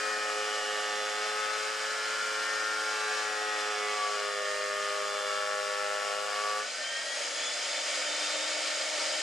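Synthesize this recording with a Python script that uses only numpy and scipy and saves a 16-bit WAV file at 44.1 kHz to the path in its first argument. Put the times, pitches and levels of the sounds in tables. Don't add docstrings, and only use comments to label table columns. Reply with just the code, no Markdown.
import sys
import numpy as np
from scipy import signal
from scipy.fft import rfft, irfft
from scipy.io import wavfile
from scipy.ndimage import map_coordinates

SR = 44100
rng = np.random.default_rng(int(sys.argv[2]) if len(sys.argv) > 2 else 0)


def int16_out(signal):
    q = np.round(np.clip(np.atleast_2d(signal).T, -1, 1) * 32767)
    wavfile.write(sys.argv[1], SR, q.astype(np.int16))


N = 406602
T = np.arange(N) / SR
BINS_HZ = np.fft.rfftfreq(N, 1 / SR)
STEPS_S = T[::128]

# frequency_hz, density_db
WIND = [(15, -9), (28, -5), (45, -23), (80, -31), (150, -31), (400, -68)]
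# frequency_hz, left_minus_right_db
PORT_BALANCE = [(60, 0.0), (110, 0.0), (200, -0.081), (370, -2), (680, -1), (1260, 2.5), (2310, -0.63),
                (4240, 1.8), (7790, -0.7), (14300, 1)]
# frequency_hz, left_lead_rad
PORT_PHASE = [(100, -0.35), (420, -0.62), (690, -0.3), (950, 0.92), (2150, -0.32), (2840, 0.68),
              (3700, -0.69), (4570, 0.13), (6550, -0.14), (7060, -1.46), (7580, -0.41), (8440, 1),
              (9300, 1), (10400, -0.29), (14500, 0.12)]
# frequency_hz, level_re_direct_db
SCATTER = [(400, -16), (650, -11), (1300, -12.5), (2500, -11.5), (5000, -11), (8000, -10.5), (13000, -7)]
# frequency_hz, density_db
FAN = [(140, -64), (210, -20.5), (280, -16), (380, -10), (520, -3), (800, -5), (1400, 0.5), (3000, -1),
       (5000, -1.5), (7000, -4), (8500, -8), (10200, -17), (11500, -31), (14000, -45)]
# centre_hz, width_hz, gain_db
GROUND_COMB = [(625, 51, 3.5), (696, 26, 7), (905, 22, 3), (1036, 43, -11.5), (1343, 23, 4.5),
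               (1643, 72, -4), (1830, 64, 4), (2090, 41, -4.5), (2237, 110, 4.5), (2840, 22, -3),
               (3010, 82, 4), (3170, 22, 8), (3410, 72, -2), (3746, 81, -7.5), (4163, 84, 6),
               (4260, 68, -17), (4660, 38, -0.5), (4945, 130, 6.5), (5330, 53, 6), (5540, 80, -5.5),
               (5900, 160, -3), (6875, 66, 6.5)]
# shaft_multiple, level_at_reference_speed_db
MOTOR_ORDERS = [(1, -65), (2, -56.5), (3, -61.5), (6, -58), (7, -56.5), (12, -53.5), (24, -57), (36, -73)]
# shaft_multiple, centre_hz, width_hz, gain_at_full_coupling_db
CASING = [(1, 303, 10, 9), (2, 614, 14, 9), (3, 735, 25, 10), (3, 918, 30, 5), (6, 1465, 150, 18),
          (6, 1610, 45, 6), (7, 1685, 55, 15), (7, 1806, 18, 20), (7, 1860, 31, 21.5), (7, 1911, 16, 19),
          (12, 2840, 70, 9), (12, 3112, 33, 17.5), (12, 3178, 35, 16), (12, 3268, 26, 13),
          (12, 3330, 35, -5), (12, 3385, 25, 7), (12, 3435, 28, 17), (12, 3482, 20, 5),
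          (12, 3528, 23, 13.5), (12, 3612, 19, 11), (12, 3646, 17, 11), (24, 6620, 130, 11),
          (24, 6980, 240, 10), (24, 7190, 50, 4), (36, 9720, 430, 21), (36, 10080, 100, 8),
          (36, 10700, 110, 10)]
# strike_multiple, level_at_reference_speed_db
KNIFE_AIR = [(4, -53.5), (6, -61)]
# time_s, strike_rate_hz
CUT_RATE = [(0.05, 106.3), (0.21, 105.7), (1.05, 105.1), (1.76, 107.3), (2.09, 107.4), (2.29, 107.1),
            (2.8, 107.3), (3.95, 104.8), (4.37, 102.2), (4.55, 102.1), (6.13, 102.4), (6.59, 104.7)]
# frequency_hz, density_db
CHIPS = [(130, -34), (200, -8), (350, -43), (600, -5), (950, 1), (1200, 11), (1500, 6.5), (1850, 7.5),
         (2300, -18), (2850, -10), (3400, -28), (4300, -10), (7500, -0.5), (11000, -11.5), (13500, -25)]
# time_s, crackle_gain_db
TEAR = [(0, -0.5), (1.4, -1), (2.1, -2), (3.0, -1.5), (4.1, -2.5), (4.7, 0.5), (5.5, 1), (6.5, 1)]
# frequency_hz, line_level_db
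KNIFE_LINES = [(105, -105), (210, -74.5), (320, -73.5), (640, -63.5), (950, -60.5), (1080, -56),
               (1500, -54.5), (1900, -54.5), (2250, -55.5), (2600, -56.5), (3300, -59.5), (4200, -65.5),
               (6000, -60)]
# centre_s, half_length_s, pitch_hz, level_db
SQUEALS = [(.1, 0.32, 2445, -46.5), (0.097, 0.11, 1590, -47), (0.123, .12, 1915, -45),
           (.554, 0.23, 2955, -45.5), (.75, 0.16, 1472, -57), (.85, .35, 1790, -46), (.86, .3, 2850, -48.5),
           (1.148, 0.32, 3480, -47), (1.48, .16, 1490, -43), (1.994, 0.31, 2362, -53),
           (2.3, 0.33, 2895, -53), (2.6, 0.5, 1394, -41), (2.57, 0.14, 1822, -39.5), (2.7, 0.74, 1073, -50),
           (3.052, .17, 2675, -51), (3.052, .1, 3955, -49), (3.12, 0.16, 1170, -41.5),
           (3.43, 0.18, 1904, -42), (3.66, 0.25, 3480, -50), (3.75, 0.17, 1368, -46),
           (3.85, 0.075, 2000, -42), (3.9, 0.14, 2205, -44.5), (3.97, 0.11, 733, -45),
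           (4.052, 0.072, 1146, -36.5), (4.134, 0.067, 1352, -43), (4.2, .08, 1447, -44.5),
           (4.3, 0.13, 3490, -49), (4.5, .25, 1838, -45.5), (4.65, 0.3, 2040, -47),
           (5.258, .2, 3478, -47.5), (5.65, 0.98, 1126, -43), (5.7, 0.85, 1433, -48),
           (6.15, 0.27, 2870, -49.5), (6.53, 0.19, 1146, -37)]
# centre_hz, width_hz, level_db, shift_hz, load_gain_db, node_s, node_spacing_s, dip_db
BOARD_MODES = [(415.5, 50.2, -42.5, 9.5, -2.1, 2.24, 3.77, 5), (513, 30, -45.5, -8, 3, 3.03, 5.1, 3.5),
               (625, 36, -62.5, -12, 22.5, 3.6, 4.7, 3), (745, 23, -45.5, -20, -2.5, 2.19, 2.96, 24),
               (845, 33, -45.5, -25, -3.5, 2.1, 2.48, 12.5)]
# time_s, centre_hz, level_db
HOWL = [(0, 1310, -41.5), (.45, 1224, -40), (.75, 1190, -41.5), (1.2, 1250, -41.5), (1.48, 1270, -36.5),
        (1.7, 1310, -43.5), (2.0, 1350, -39.5), (2.85, 1360, -40), (3.15, 1340, -45), (3.45, 1270, -40),
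        (3.8, 1210, -40), (4.05, 1135, -37), (4.17, 1140, -41), (4.35, 1200, -41), (4.65, 1240, -39.5),
        (4.95, 1235, -39.5), (5.3, 1310, -40), (6.1, 1330, -42), (6.5, 1300, -46)]
# time_s, centre_hz, level_db
RASP = [(0, 1760, -42), (.4, 1800, -45), (.85, 1790, -43.5), (1.35, 1780, -46.5), (1.7, 1700, -42.5),
        (2.25, 1630, -43), (3.1, 1626, -40), (3.5, 1690, -48), (4.05, 1660, -54), (4.35, 1785, -42),
        (5.25, 1740, -45.5), (5.85, 1730, -42), (6.5, 1770, -53)]

STRIKES_PER_TURN = .4342
REFERENCE_SHAFT_HZ = 300
FREE_SHAFT_HZ, RUN_UP_TAU_S = 311.7, .82
FALTER_S, FALTER_HALF_S, FALTER_SHAFT_HZ = 7.16, .28, 2.7
LIGHT_CUT_HZ, HEAVY_CUT_HZ = 107.4, 102.1
BOARD_OUT_S, BOARD_OUT_FADE_S = 6.63, .082
OUTLET_BLOCKED_DB, OUTLET_OPEN_DB, OUTLET_CLEAR_S = -55.5, -47, .55
WHINE_RATTLE_DB, WHINE_RATTLE_HZ = 2.1, 120
CHIP_SCATTER_DB = 3.5
BITE_DB, BITE_LOAD_DB = 0, -3
PINNED_SHARE = .6
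STRIKE_JITTER_RAD = .1
HOWL_WIDTH_HZ, RASP_WIDTH_HZ = 54, 92
TOP_HZ = 13900


def undb(db):
    return 10 ** (np.asarray(db) / 20)


def unit(x):
    return x / np.sqrt(np.mean(x ** 2))


def curve(rows, times_s):
    knots_s, *columns = np.transpose(rows)
    return [np.interp(times_s, knots_s, column) for column in columns]


def slope(points, hz):
    f_hz, value = np.transpose(points)
    return np.interp(np.log(np.maximum(hz, 1)), np.log(f_hz), value)


def bells(peaks, hz):
    return sum(db * np.exp(-((hz - centre_hz) / width_hz) ** 2) for centre_hz, width_hz, db in peaks)


def colour(x, db):
    return irfft(rfft(x) * undb(db), N)


def walk(rate_hz, times_s):
    knots = rng.standard_normal(4096)
    return map_coordinates(knots, [times_s * rate_hz + 2], order=3, mode="mirror")


def smooth(control):
    return np.interp(T, STEPS_S, control)


def speed_gain_db(shaft_hz, law_db):
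    return law_db * np.log10(shaft_hz / REFERENCE_SHAFT_HZ)


def breeze(level_db=-75, gust_db=2):
    rumble = unit(colour(rng.standard_normal(N), slope(WIND, BINS_HZ)))
    return rumble * smooth(undb(level_db + gust_db * walk(4.8, STEPS_S)))


def outdoors(x, t60_s=0.3, first_s=0.0104):
    tail = rng.standard_normal(N) * undb(-60 * np.minimum(T / t60_s, 10)) * (T > first_s)
    scattered = rfft(tail / np.linalg.norm(tail)) * undb(slope(SCATTER, BINS_HZ))
    side = np.array([[1], [-1]])
    balance = undb(side * slope(PORT_BALANCE, BINS_HZ) / 2)
    phase = np.exp(1j * side * slope(PORT_PHASE, BINS_HZ) / 2)
    return irfft(rfft(x) * (balance * phase + side * scattered), N)


def shaft_speed():
    strike_hz, = curve(CUT_RATE, STEPS_S)
    held_hz = strike_hz / STRIKES_PER_TURN
    freed_s = np.maximum(STEPS_S - CUT_RATE[-1][0], 0)
    run_up = 1 - np.exp(-freed_s / RUN_UP_TAU_S)
    falter_hz = FALTER_SHAFT_HZ * np.exp(-((STEPS_S - FALTER_S) / FALTER_HALF_S) ** 2)
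    return held_hz + (FREE_SHAFT_HZ - held_hz) * run_up - falter_hz


def outlet(centre_hz=585, width_hz=56, flutter_db=2.3):
    level_db = np.interp(STEPS_S - BOARD_OUT_S, [0, OUTLET_CLEAR_S], [OUTLET_BLOCKED_DB, OUTLET_OPEN_DB])
    resonance_db = -20 * np.log10(1 + ((BINS_HZ - centre_hz) / width_hz) ** 4)
    roar = unit(colour(rng.standard_normal(N), resonance_db))
    return roar * smooth(undb(level_db + flutter_db * walk(22, STEPS_S)))


def knife_air(shaft_hz, beats, speed_law_db=140, waver_db=4):
    out = 0
    for multiple, db in KNIFE_AIR:
        level_db = db + speed_gain_db(shaft_hz, speed_law_db) + waver_db * walk(18, STEPS_S)
        out = out + smooth(undb(level_db)) * np.sqrt(2) * np.sin(2 * np.pi * round(multiple) * beats)
    return out


def fan(shaft_hz, level_db=-33.0, speed_law_db=60, flicker_db=0.6):
    air = unit(colour(rng.standard_normal(N), slope(FAN, BINS_HZ) + bells(GROUND_COMB, BINS_HZ)))
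    flicker = flicker_db * walk(12, STEPS_S)
    return air * smooth(undb(level_db + speed_gain_db(shaft_hz, speed_law_db) + flicker))


def motor(shaft_hz, turns, speed_law_db=60, waver_db=1.5, jitter_rad=0.016, coupling=0.89):
    wobble = jitter_rad * smooth(walk(45, STEPS_S))
    out = 0
    for multiple, db in MOTOR_ORDERS:
        k = round(multiple)
        rings = [ring[1:] for ring in CASING if ring[0] == k]
        flare_db = coupling * bells(rings, k * shaft_hz)
        rough_db = waver_db * walk(28, STEPS_S) + WHINE_RATTLE_DB * walk(WHINE_RATTLE_HZ, STEPS_S)
        level_db = db + speed_gain_db(shaft_hz, speed_law_db) + flare_db + rough_db
        phase = k * (2 * np.pi * turns + wobble) + rng.uniform(0, 2 * np.pi)
        out = out + smooth(undb(level_db)) * np.sqrt(2) * np.sin(phase)
    return out


def chips(beats, bite_db, level_db=-43.0, burst_strikes=0.59, steady=0.75):
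    size = undb(CHIP_SCATTER_DB * rng.uniform(-1, 1, 2048))
    strike = beats + 0.13
    gate = steady + size[strike.astype(int)] * np.exp(-(strike % 1) / burst_strikes)
    spectrum_db = slope(CHIPS, BINS_HZ) + 0.076 * bells(GROUND_COMB, BINS_HZ)
    crackle = colour(gate * rng.standard_normal(N), spectrum_db)
    tear_db, = curve(TEAR, STEPS_S)
    return unit(crackle) * undb(level_db + smooth(bite_db + tear_db))


def board(load):
    howl_hz, howl_db = curve(HOWL, STEPS_S)
    rasp_hz, rasp_db = curve(RASP, STEPS_S)
    resonances = [(howl_hz, HOWL_WIDTH_HZ, howl_db), (rasp_hz, RASP_WIDTH_HZ, rasp_db)]
    for hz, width_hz, db, shift_hz, load_db, node_s, spacing_s, dip_db in BOARD_MODES:
        at_node = np.cos(np.pi * (STEPS_S - node_s) / spacing_s) ** 4
        level_db = db + load_db * load - dip_db * at_node
        resonances.append((hz + shift_hz * load, width_hz, level_db))
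    return resonances


def knife_power(orders, rate_hz, bite_db, load, patchy_db, uneven_db):
    hz = orders[:, None] * rate_hz
    grain = np.tanh([walk(2.244, STEPS_S) for _ in orders])
    power = undb(slope(KNIFE_LINES, hz) + bite_db + patchy_db * grain) ** 2
    escape = undb(uneven_db * grain + np.minimum(bells(GROUND_COMB, hz), 0)) ** 2
    for centre_hz, width_hz, db in board(load):
        share = escape * np.exp(-((hz - centre_hz) / width_hz) ** 2)
        power = power + undb(db) ** 2 * share / share.sum(axis=0)
    for centre_s, half_s, squeal_hz, db in SQUEALS:
        nearest = np.argmin(abs(orders * np.interp(centre_s, STEPS_S, rate_hz) - squeal_hz))
        power[nearest] += undb(db) ** 2 * np.exp(-((STEPS_S - centre_s) / half_s) ** 2)
    return power


def knives(shaft_hz, beats, bite_db, load, patchy_db=6.5, uneven_db=2.5, flutter_db=0.88, waver_db=1.0,
           smear_low_rad=1.0, smear_rad_per_khz=0.16, dispersion_rad=0.00503):
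    orders = np.arange(2, 56)
    rate_hz = shaft_hz * STRIKES_PER_TURN
    power = knife_power(orders, rate_hz, bite_db, load, patchy_db, uneven_db)
    out = 0
    for k, gain in zip(orders, np.sqrt(2 * power)):
        smear_rad = smear_low_rad + smear_rad_per_khz * k * rate_hz / 1000
        smear_rad = smear_rad * (1 - PINNED_SHARE * load)
        lag_rad = dispersion_rad * k ** 2 + smear_rad * walk(0.661, STEPS_S)
        lag_rad = lag_rad + STRIKE_JITTER_RAD * walk(35, STEPS_S)
        shake = undb(flutter_db * walk(25, STEPS_S) + waver_db * walk(9, STEPS_S))
        out = out + smooth(gain * shake) * np.cos(2 * np.pi * k * beats + smooth(lag_rad))
    return out


def scene():
    shaft_hz = shaft_speed()
    load = np.clip((LIGHT_CUT_HZ - shaft_hz * STRIKES_PER_TURN) / (LIGHT_CUT_HZ - HEAVY_CUT_HZ), 0, 1)
    bite_db = BITE_DB + BITE_LOAD_DB * load
    turns = np.cumsum(smooth(shaft_hz)) / SR
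    beats = turns * STRIKES_PER_TURN
    contact = np.clip(.5 + (BOARD_OUT_S - T) / BOARD_OUT_FADE_S, 0, 1)
    cleared = np.clip((T - BOARD_OUT_S) / OUTLET_CLEAR_S, 0, 1) ** 2
    wind = np.array([breeze(), breeze()])
    machine = outlet() + fan(shaft_hz) + motor(shaft_hz, turns)
    bare_knives = cleared * knife_air(shaft_hz, beats)
    cutting = contact * (chips(beats, bite_db) + knives(shaft_hz, beats, bite_db, load))
    return wind + outdoors(machine + bare_knives + cutting)


def record(dry):
    return signal.sosfilt(signal.ellip(8, .2, 70, TOP_HZ, fs=SR, output="sos"), dry)


dry = scene()
out = record(dry)
int16_out(out)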